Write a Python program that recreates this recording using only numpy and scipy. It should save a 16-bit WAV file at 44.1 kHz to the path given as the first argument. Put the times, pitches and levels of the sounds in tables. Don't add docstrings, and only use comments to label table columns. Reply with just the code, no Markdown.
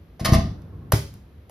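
import sys
import numpy as np
from scipy import signal
from scipy.fft import rfft, irfft, next_fast_len
from scipy.io import wavfile

SR = 44100
rng = np.random.default_rng(int(sys.argv[2]) if len(sys.argv) > 2 else 0)


def transcribe(signal):
    frames = np.atleast_2d(signal).T
    limited = np.clip(frames, -1, 1)
    pcm = np.round(limited * 32767).astype(np.int16)
    wavfile.write(sys.argv[1], SR, pcm)


N = 66150
T = np.arange(N) / SR


def amp(db):
    return 10 ** (np.asarray(db) / 20)


def unit(x):
    return x / np.sqrt(np.mean(x ** 2) + 1e-20)


def along(points, hz):
    f, v = np.transpose(points)
    return np.interp(np.log(hz + 1), np.log(f + 1), v)


def filtered(x, response):
    size = next_fast_len(N + 8192)
    spectrum = rfft(x, size) * response(np.fft.rfftfreq(size, 1 / SR))
    return irfft(spectrum, size)[..., :N]


def shape(start, rise, t60):
    t = np.maximum(T - start, 0)
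    return (1 - np.exp(-t / rise)) * amp(-60 * t / t60)


def ring(modes, start, rise, scatter_db, rough_hz=0):
    gains = amp(scatter_db * rng.standard_normal(len(modes)))
    first = min(int(start * SR), N - 1)
    steps = rng.standard_normal((len(modes), N - first))
    wander = np.cumsum(steps, axis=1) * np.sqrt(2 * np.pi * rough_hz / SR)
    out = np.zeros(N)
    for gain, phase, (hz, db, t60) in zip(gains, wander, modes):
        swing = np.sin(2 * np.pi * hz * (T[first:] - start) + phase)
        out[first:] -= gain * amp(db) * shape(start, rise, t60)[first:] * swing
    return out


def noise(spectrum):
    return unit(filtered(rng.standard_normal(N), lambda hz: amp(along(spectrum, hz))))


# start in seconds, ring level in dB, clatter level in dB,
# time for the clatter to fall by 20 dB in seconds.
HOOP_CONTACTS = [(0.195, -44, -36, 0.039), (0.246, -32.5, -14, 0.027), (.256, -24.5, -23, .015),
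                 (0.292, -29.5, -25.5, .01), (0.319, -32, -25, 0.025), (0.333, -23, -21, 0.024),
                 (0.338, -26.5, -24, .01), (0.344, -39.5, -24, 0.018), (0.381, -50.5, -36, 0.014),
                 (0.407, -70, -52.5, 0.027), (0.424, -51.5, -57, 0.012), (0.618, -81, -43.5, 0.0057)]
# frequency in Hz, level in dB, t60 in seconds.
HOOP_MODES = [(662.5, 1, .12), (705.9, 2.5, 0.13), (1079, -1, 0.1), (1177.5, 0.5, 0.051), (1853, -4, 0.037),
              (1845, -12, 0.0436), (1909, -9.5, 0.04), (4860, -15, .02), (5350, -8, 0.071),
              (6060, 4, 0.013), (10700, -44, 0.018)]
# frequency in Hz, level in dB.
CLATTER_COLOUR = [(200, -29.5), (500, -18.5), (900, -26), (1400, -23.5), (2000, -19), (3000, -23.5),
                  (5300, -18), (7000, -28), (11000, -22.5), (14500, -41), (15600, -48)]
RING_RISE_S, CLATTER_RISE_S = 0.0014, 0.005
HOOP_ROUGH_HZ = 10


def hoop():
    grit = noise(CLATTER_COLOUR)
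    out = np.zeros(N)
    for start, ring_db, clatter_db, fall_20db_s in HOOP_CONTACTS:
        out += amp(ring_db) * ring(HOOP_MODES, start, RING_RISE_S, scatter_db=3.5, rough_hz=HOOP_ROUGH_HZ)
        out += amp(clatter_db) * grit * shape(start, CLATTER_RISE_S, 3 * fall_20db_s)
    return out


# start in seconds, level in dB.
SETTLING_TICKS = [(.598, -55), (.725, -48), (.816, -48)]
# frequency in Hz, level in dB, t60 in seconds.
TICK_MODES = [(1085, 0, .055)]


def rim_ticks():
    return sum(amp(db) * ring(TICK_MODES, start, .006, scatter_db=0) for start, db in SETTLING_TICKS)


# start in seconds, level in dB.
DOOR_THUMPS = [(.212, -14.5), (0.233, -21.5), (.254, -20), (0.264, -19.5), (.289, -10), (.322, -0.5),
               (.353, -7), (.383, -11.5), (.405, -17), (.42, -18), (0.454, -23)]
# frequency in Hz, level in dB, t60 in seconds.
DOOR_MODES = [(41.3, -12, .3), (74.2, -9.5, .3), (110, 3.5, 0.055), (148.1, -6, 0.095), (191.4, -2, 0.05),
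              (264, -13.5, .05), (369, -29.5, 0.039)]
DOOR_RISE_S = .0035


def door():
    return sum(amp(db) * ring(DOOR_MODES, start, DOOR_RISE_S, scatter_db=1) for start, db in DOOR_THUMPS)


# start in seconds, slap level in dB, body level in dB,
# thud level in dB.
BALL_CONTACTS = [(.197, -54.5, -33.5, -64), (0.9204, -16.5, -9, -8), (1.138, -50, -53, -44),
                 (1.4945, -51, -30.5, -60)]
# frequency in Hz, level in dB.
SLAP_COLOUR = [(150, -48), (400, -24.5), (1000, -9.5), (2070, -18.5), (3280, -22.5), (4960, -20),
               (7880, -18.5), (10000, -14.5), (14800, -20.5), (15900, -28)]
SECOND_SLAP_S, SECOND_SLAP_DB, SLAP_T60_S = 0.0018, 5.5, .015
SLAP_ENERGY_S = 0.0041


def ball_slaps():
    skin = noise(SLAP_COLOUR)
    out = np.zeros(N)
    for start, slap_db, _, _ in BALL_CONTACTS:
        first = shape(start, 0.000067, SLAP_T60_S)
        second = amp(SECOND_SLAP_DB) * shape(start + SECOND_SLAP_S, 0.00023, SLAP_T60_S)
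        out += amp(slap_db) * skin * (first + second)
    return out


def slap_clicks():
    clicks = np.zeros(N)
    for start, slap_db, _, _ in BALL_CONTACTS:
        clicks[int((start + SECOND_SLAP_S) * SR)] = amp(slap_db) * np.sqrt(SLAP_ENERGY_S * SR)

    def colour(hz):
        gain = amp(along(SLAP_COLOUR, hz))
        return gain / np.sqrt(np.mean(gain ** 2))
    return filtered(clicks, colour)


# frequency in Hz, level in dB, t60 in seconds.
BALL_MODES = [(554, -11, 0.081), (634, 1.5, 0.03), (780, -5.5, 0.017), (1380, -13, 0.017),
              (1960, -7.5, 0.014), (3040, -13.5, 0.021), (4960, -16.5, 0.03)]
# frequency in Hz, level in dB, t60 in seconds.
FLOOR_MODES = [(73.1, -11.5, 0.23), (111.7, 3, 0.088), (140, -11.5, 0.23), (299, -12, 0.095),
               (384, -7, 0.048)]
BALL_RISE_S, BALL_ROUGH_HZ = .0035, 12
THUD_LAG_S, THUD_RISE_S = 0.013, 0.0013


def ball_body():
    out = np.zeros(N)
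    for start, _, body_db, thud_db in BALL_CONTACTS:
        out += amp(body_db) * ring(BALL_MODES, start + SECOND_SLAP_S, BALL_RISE_S,
                                   scatter_db=0.5, rough_hz=BALL_ROUGH_HZ)
        out += amp(thud_db) * ring(FLOOR_MODES, start + THUD_LAG_S, THUD_RISE_S, scatter_db=0.84)
    return out


# frequency in Hz, left-right spread in radians.
STEREO_WIDTH = [(60, 0.048), (250, 0.14), (700, 0.63), (2000, 0.69), (5000, 0.75), (8000, 0.12),
                (13000, 0.53)]


def spread(pair):
    def balance(hz):
        angle = along(STEREO_WIDTH, hz)
        return np.array([np.cos(angle), np.sin(angle)])
    mid, side = filtered(pair, balance)
    return np.array([mid + side, mid - side])


# frequency in Hz, t60 in seconds.
HALL_T60 = [(60, 0.84), (250, 0.35), (1000, 0.28), (4000, 0.41), (12000, 0.33)]
# frequency in Hz, level in dB against direct sound.
HIGH_HALL_LEVEL = [(60, -18.5), (250, 0.5), (1000, 3), (4000, -1.5), (12000, -12)]
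# frequency in Hz, level in dB against direct sound.
LOW_HALL_LEVEL = [(60, -19.5), (250, -6), (700, -3), (2000, 2), (5000, 3), (12000, -6.5)]
HALL_DELAY_S = .006


def hall(x, level):
    hz, t, grains = signal.stft(rng.standard_normal((2, SR)), SR, nperseg=256)
    fade = amp(-60 * t / along(HALL_T60, hz)[:, None])
    fade /= np.linalg.norm(fade, axis=1, keepdims=True)
    fade *= amp(along(level, hz))[:, None]
    tail = signal.istft(grains * fade, SR, nperseg=256)[1] / np.sqrt(128)
    late = np.pad(x, (int(HALL_DELAY_S * SR), 0))[None]
    return spread(signal.fftconvolve(late, tail, axes=1)[:, :N])


# time in seconds, level in dB.
RUMBLE_COURSE = [(0.45, -30.5), (0.502, -35), (0.648, -41.5), (0.966, -42.5), (1.2, -50.5)]
# frequency in Hz, level in dB.
RUMBLE_COLOUR = [(30, -33.5), (45, -15), (85, -0.5), (160, -8), (296, -17), (830, -33), (1600, -38),
                 (3000, -73.5)]
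RUMBLE_FADE_S = .04


def rumble():
    s, db = np.transpose(RUMBLE_COURSE)
    fade = np.clip(np.minimum(T - s[0], s[-1] - T) / RUMBLE_FADE_S + 1, 0, 1)
    level = amp(np.interp(T, s, db))
    return fade * level * spread(np.array([noise(RUMBLE_COLOUR), noise(RUMBLE_COLOUR)]))


# frequency in Hz, level in dB.
HUM_COLOUR = [(25, -26), (45, -8.5), (62, 0), (93, -10.5), (209, -17.5), (305, -23.5), (457, -25.5),
              (919, -36.5), (1200, -37), (3720, -46), (7910, -60), (12500, -51.5), (15500, -65)]
HUM_DB = -47


def hum():
    return amp(HUM_DB) * spread(np.array([noise(HUM_COLOUR), noise(HUM_COLOUR)]))


HOOP_PAN_DB, BALL_PAN_DB = 0.45, 0.35


def panned(x, db):
    return x * amp([[db], [-db]])


def scene():
    above = hoop() + rim_ticks() + door()
    body = ball_body()
    direct = panned(above, HOOP_PAN_DB) + panned(ball_slaps() + body, BALL_PAN_DB)
    answer = hall(above, HIGH_HALL_LEVEL) + hall(slap_clicks() + body, LOW_HALL_LEVEL)
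    return direct + answer + rumble() + hum()


# frequency in Hz, lead of the left in radians.
LEFT_LEAD_PHASE = [(900, 0), (1460, -.7), (2500, .8), (4200, 0), (6500, -1.5), (8300, -3.14), (9300, -3.8),
                   (10800, -5.2), (12300, -6.28), (15000, -9.2)]
LOW_CUT_HZ, LOW_CUT_Q, TOP_HZ = 62.3, 1, 16000


def record(dry):
    def response(hz):
        low_cut = -hz ** 2 / (LOW_CUT_HZ ** 2 - hz ** 2 + 1j * hz * LOW_CUT_HZ / LOW_CUT_Q)
        pair = np.exp(np.outer([.5j, -.5j], along(LEFT_LEAD_PHASE, hz)))
        return low_cut * pair * (hz < TOP_HZ)
    return filtered(dry, response)


dry = scene()
out = record(dry)
transcribe(out)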